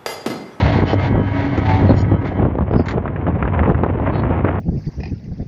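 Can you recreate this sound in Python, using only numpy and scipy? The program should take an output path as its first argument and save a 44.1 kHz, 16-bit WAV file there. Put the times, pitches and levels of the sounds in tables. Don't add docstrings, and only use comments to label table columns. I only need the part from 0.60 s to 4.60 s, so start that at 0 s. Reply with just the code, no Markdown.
import sys
import numpy as np
from scipy import signal
from scipy.io import wavfile
from scipy.ndimage import uniform_filter1d

SR = 44100
rng = np.random.default_rng(int(sys.argv[2]) if len(sys.argv) > 2 else 0)


def to_wav(sig):
    pcm = np.clip(np.atleast_2d(sig), -1, 1) * 32767
    pcm = np.round(pcm).astype(np.int16)
    wavfile.write(sys.argv[1], SR, pcm.T)


N = 176400

# t/s, relative level/dB
RUMBLE_RIDE = [(0,-9),(.35,-36.5),(.9,-34.5),(1.28,-12.5),(1.65,-24.5),(2.15,-21),(2.5,-23),(3.08,-15),(3.35,-23),(4,-21)]
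# f/Hz, relative level/dB
RUMBLE_EQ = [(25,-41),(40,-26.5),(65,2),(85,8.5),(115,-2),(160,-8),(300,-45.5)]
# centre t/s, half length/s, f/Hz, width/Hz, level/dB
GROAN_CUES = [(1.12,0.062,875,4.8,-23),(1.133,0.099,755.5,3.7,-26.5)]
# centre t/s, half length/s, relative level/dB, focus f/Hz, spread/octaves
SQUEAK_CUES = [(0.306,0.032,-35,3250,0.73),(1.303,0.019,-33.5,3920,0.19),(1.394,0.032,-43.5,4960,0.71),(2.181,0.044,-46,4820,0.14),(3.572,.04,-42,3730,0.25)]
# f/Hz, relative level/dB
SQUEAK_PARTIALS = [(2650,-6),(3040,0),(3390,-10),(3790,-14.5),(4220,-4),(4620,-7.5),(4990,-5.5),(5560,-4),(6710,-4.5)]
# t/s, relative level/dB
CLATTER_CUES = [(0.976,-19),(2.258,-22),(2.284,-15),(2.309,-22)]
# f/Hz, relative level/dB
CLATTER_EQ = [(400,-31),(900,3.5),(1400,-1.5),(2000,-0.5),(2700,-13.5),(3600,-11),(5000,-23),(7000,-25.5)]
# t/s, level/dB
GEAR_RIDE = [(0,-16.5),(.09,-15.5),(.23,-25),(.31,-20),(.375,-29),(.44,-16),(.55,-33.5),(.68,-27.5),(.8,-22.5),(.88,-24.5),(1.02,-25),(1.12,-16.5),(1.2,-23),(1.29,-26.5),(1.4,-28.5),(1.59,-38),(1.67,-24.5),(1.9,-48),(4,-41)]
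# f/Hz, relative level/dB
GEAR_EQ = [(120,24.5),(280,4.5),(850,10),(1350,-8),(1650,4.5),(2150,1),(2650,-9.5),(3100,-9),(4300,-16),(5600,-41),(7000,-94.5)]
# t/s, gain/dB
DRIVE_RIDE = [(0,-2.5),(1.15,-4),(1.78,-10.5),(1.95,-23)]
# f/Hz, relative level/dB, width/Hz
HUM_PARTIALS = [(97.35,-17.5,3.7),(281.7,-22.5,5.8)]
# f/Hz, relative level/dB
STEEL_PARTIALS = [(640,-37),(957,-37.5),(1146,-44),(1275,-41),(1490,-52),(1546,-48),(1665,-44.5),(1942,-45),(2103,-47),(2206,-46.5),(3049,-53.5),(3253,-57.5),(3993,-68)]
# t/s, level/dB
SPUTTER_RIDE = [(0,-47.5),(2.7,-32),(3.08,-24),(3.18,-30),(3.32,-34.5),(3.42,-25.5),(3.58,-22.5),(3.74,-27.5),(3.88,-23),(4,-24)]
# f/Hz, relative level/dB
SPUTTER_EQ = [(150,15),(550,18),(1000,15.5),(1500,6.5),(2200,3),(3200,-13),(4500,-33.5)]
# t/s, relative level/dB, top of the crack f/Hz
POP_CUES = [(0.332,-4.5,770),(0.341,-4.5,700),(1.293,-2,800),(1.308,-5,870),(1.804,-18.5,690),(1.830,-18,900),(1.851,-7.5,1070),(1.954,-9.5,600),(1.986,-6,1020),(2.008,-10,1000),(2.111,-7,605),(2.141,-14,1090),(2.163,-8,1100),(2.196,-7.5,800),(2.381,-6,900),(2.456,-10.5,1380),(2.478,-13,2000),(2.561,-14,1960),(2.667,-9,1600),(2.685,-8.5,880),(2.826,-6,1900),(2.852,-7.5,1480),(2.877,-9,1920),(2.992,-7,1980),(3.033,-10.5,1820),(3.092,-9,1130),(3.100,-8.5,1470),(3.146,-10,1730),(3.235,-2,1190),(3.245,-9,1420),(3.263,-5.5,810),(3.301,-12,800),(3.399,-9,1010),(3.636,-7.5,1470),(3.707,-11,1100),(3.848,-8,1800)]
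# t/s, level/dB
WIND_RIDE = [(0,-21.5),(.8,-24.5),(1.4,-18.5),(1.65,-23.5),(2.5,-25.5),(2.9,-21.5),(3.3,-21.5),(3.5,-18),(4,-21.5)]
# centre t/s, half length/s, level/dB
GUST_CUES = [(0.013,0.03,-25),(0.174,0.018,-14.5),(0.232,0.014,-12),(0.505,0.0069,-12.5),(0.566,0.058,-13.5),(0.983,0.017,-15.5),(1.239,0.026,-11),(1.312,0.026,-10),(1.532,0.019,-11.5),(1.832,0.05,-12.5),(2.023,0.012,-12),(2.154,0.02,-9),(2.203,0.0092,-10.5),(2.366,0.032,-18),(2.689,.012,-11.5),(2.764,0.014,-18.5),(3.003,0.018,-15),(3.097,0.024,-10.5),(3.235,0.0062,-8),(3.709,0.0064,-9),(3.852,.009,-13.5)]
# f/Hz, relative level/dB
BUFFET_EQ = [(60,3.5),(120,5),(200,2),(320,-2),(500,-9.5),(800,-16.5),(1300,-28),(4000,-62.5)]

TIME = np.arange(N) / SR


def from_db(db):
    return 10 ** (np.asarray(db) / 20)


def rms_one(x):
    return x / np.sqrt(np.mean(x ** 2) + 1e-20)


def even(x, size):
    return x / np.sqrt(np.abs(uniform_filter1d(x ** 2, size=size)) + 1e-6)


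def ride(rows):
    return np.interp(TIME, *np.transpose(rows))


def drift(rate_hz):
    pole = np.exp(-2 * np.pi * rate_hz * 40 / SR)
    slow = signal.lfilter([1], [1, -2 * pole, pole * pole], rng.standard_normal(N // 40 + 2002))[2000:]
    return np.interp(np.arange(N) / 40, np.arange(len(slow)), rms_one(slow))


def butter(x, order, hz, kind="low"):
    return signal.sosfilt(signal.butter(order, hz, kind, fs=SR, output="sos"), x)


def bands(eq, sources=None):
    edges = 22 * 2 ** (np.arange(27) / 3)
    sources = rng.standard_normal((2, N)) if sources is None else sources
    centres = np.sqrt(edges[1:] * edges[:-1])
    hz, db = np.transpose(eq)
    gains = from_db(np.interp(np.log(centres), np.log(hz), db)) * np.minimum(1, centres / hz[0]) ** 2
    kept = [k for k, centre in enumerate(centres) if hz[0] / 2 < centre < hz[-1] * 2]
    parts = np.array([gains[k] * butter(sources[k % 2] + 1e-18, 2, edges[k:k + 2], "band") for k in kept])
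    return centres[kept], parts / np.std(parts.sum(axis=0))


def noise(eq, sources=None):
    return bands(eq, sources)[1].sum(axis=0)


def tone(hz, width_hz, steadiness):
    wander = drift(width_hz) + 1j * drift(width_hz)
    wander /= (np.abs(wander) + 1e-3) ** steadiness
    return rms_one((wander * np.exp(2j * np.pi * hz * TIME)).real)


def swell(at, half_s):
    return np.exp(-((TIME - at) / half_s) ** 2)


def rumble():
    return from_db(ride(RUMBLE_RIDE) - 1.5) * even(noise(RUMBLE_EQ), size=5000)


def groans():
    return sum(from_db(db) * swell(at, half_s) * tone(hz, width_hz, steadiness=0.67)
               for at, half_s, hz, width_hz, db in GROAN_CUES)


def squeaks():
    hz, partial_db = np.transpose(SQUEAK_PARTIALS)
    partials = np.array([tone(f, width_hz=45, steadiness=0.23) for f in hz])
    ringing = np.zeros(N)
    for at, half_s, db, focus_hz, octaves in SQUEAK_CUES:
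        focus = np.exp(-(np.log2(hz / focus_hz) / octaves) ** 2)
        ringing += swell(at, half_s) * ((from_db(db + partial_db) * focus) @ partials)
    stick_slip = rms_one(1 + 0.5 * drift(140))
    return stick_slip * ringing


def clatter():
    attack_s, decay_s, trim_db = 0.0005, 0.013, -6
    envelope = np.zeros(N)
    for at, db in CLATTER_CUES:
        attack = np.clip((TIME - at) / attack_s + 1, 0, 1)
        decay = np.exp(-np.clip((TIME - at) / decay_s, 0, 50))
        envelope += from_db(db + trim_db) * attack * decay
    return envelope * noise(CLATTER_EQ)


def gear_rush():
    level_db = ride(GEAR_RIDE)
    tilt_db_per_octave = np.minimum(level_db + 24, 3)
    return sum(band * from_db(level_db + drift(16) + tilt_db_per_octave * max(0, np.log2(hz / 2000)))
               for hz, band in zip(*bands(GEAR_EQ)))


def crane_drive():
    rush = gear_rush()
    hum = sum(from_db(db) * tone(hz, width_hz, steadiness=0.19) for hz, db, width_hz in HUM_PARTIALS)
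    steel = sum(from_db(db + 4) * tone(hz, width_hz=6.1, steadiness=0.054) for hz, db in STEEL_PARTIALS)
    judder = rms_one(1 + 0.18 * drift(rate_hz=44.7))
    return judder * (rush + from_db(ride(DRIVE_RIDE)) * (hum + steel))


def sputter():
    grains_per_s, spread_db, clump_db = 650, 0.85, 3.5
    sizes = from_db(spread_db * np.minimum(rng.exponential(1, N), 3)) * rng.choice([-1, 1], N)
    triggers = rng.random(N) < grains_per_s / SR
    clumps = from_db(clump_db * np.clip(drift(23), -2, 2))
    clicks = sizes * triggers * clumps
    return from_db(ride(SPUTTER_RIDE)) * noise(SPUTTER_EQ, sources=[clicks, -clicks])


def pops():
    low_cut_hz, body_hz, decay_s = 442, [122, 488], 0.0051
    crack_db, churn_db, puff_db = -5, -9.5, -14.5
    t = TIME[:SR // 20]
    click, track = 1. * (t == 0), np.zeros(N + len(t))
    thump = butter(click, 2, body_hz, "band")
    thump /= np.abs(thump).max()
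    for at, db, top_hz in POP_CUES:
        crack = butter(butter(click, 2, low_cut_hz, "high"), 5, top_hz)
        crack /= np.abs(crack).max()
        churn = rms_one(butter(butter(rng.standard_normal(len(t)), 2, low_cut_hz, "high"), 5, top_hz))
        puff = rms_one(butter(rng.standard_normal(len(t)), 2, body_hz, "band"))
        tail = (from_db(churn_db) * churn + from_db(puff_db) * puff) * np.exp(-t / decay_s)
        thump_db = -1.5 - 1.5 * np.log2(top_hz / low_cut_hz)
        pop = from_db(crack_db) * crack + tail + from_db(thump_db) * thump
        start = int(at * SR)
        track[start:start + len(t)] += from_db(db) * pop * rng.choice([-1, 1])
    return track[:N]


def buffets():
    gust_power = sum(from_db(db) ** 2 * np.exp(-((TIME - at) / half_s) ** 4)
                     for at, half_s, db in GUST_CUES)
    level_db = 10 * np.log10(from_db(ride(WIND_RIDE)) ** 2 + gust_power)
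    flutter_db = 4.5 * np.clip(drift(rate_hz=71), -2, 2)
    tilt_db_per_octave = 0.061 * (level_db - level_db.mean() + flutter_db)
    air = sum(band * from_db(flutter_db + tilt_db_per_octave * np.clip(np.log2(hz / 250), -1, 2))
              for hz, band in zip(*bands(BUFFET_EQ)))
    return from_db(level_db) * even(air, size=1400)


def scene():
    wind = butter(buffets() + sputter() + pops(), order=6, hz=3520)
    return (wind + rumble() + crane_drive() + groans() + squeaks() + clatter())[None]


def record(dry):
    low_cut_hz, high_cut_hz = 41, 7200
    tight = butter(dry, 3, low_cut_hz, "high")
    rounded = tight / (1 + np.abs(tight) ** 3) ** (1 / 3)
    return signal.sosfilt(signal.ellip(10, 0.2, 80, high_cut_hz, fs=SR, output="sos"), rounded)


dry = scene()
out = record(dry)
to_wav(out)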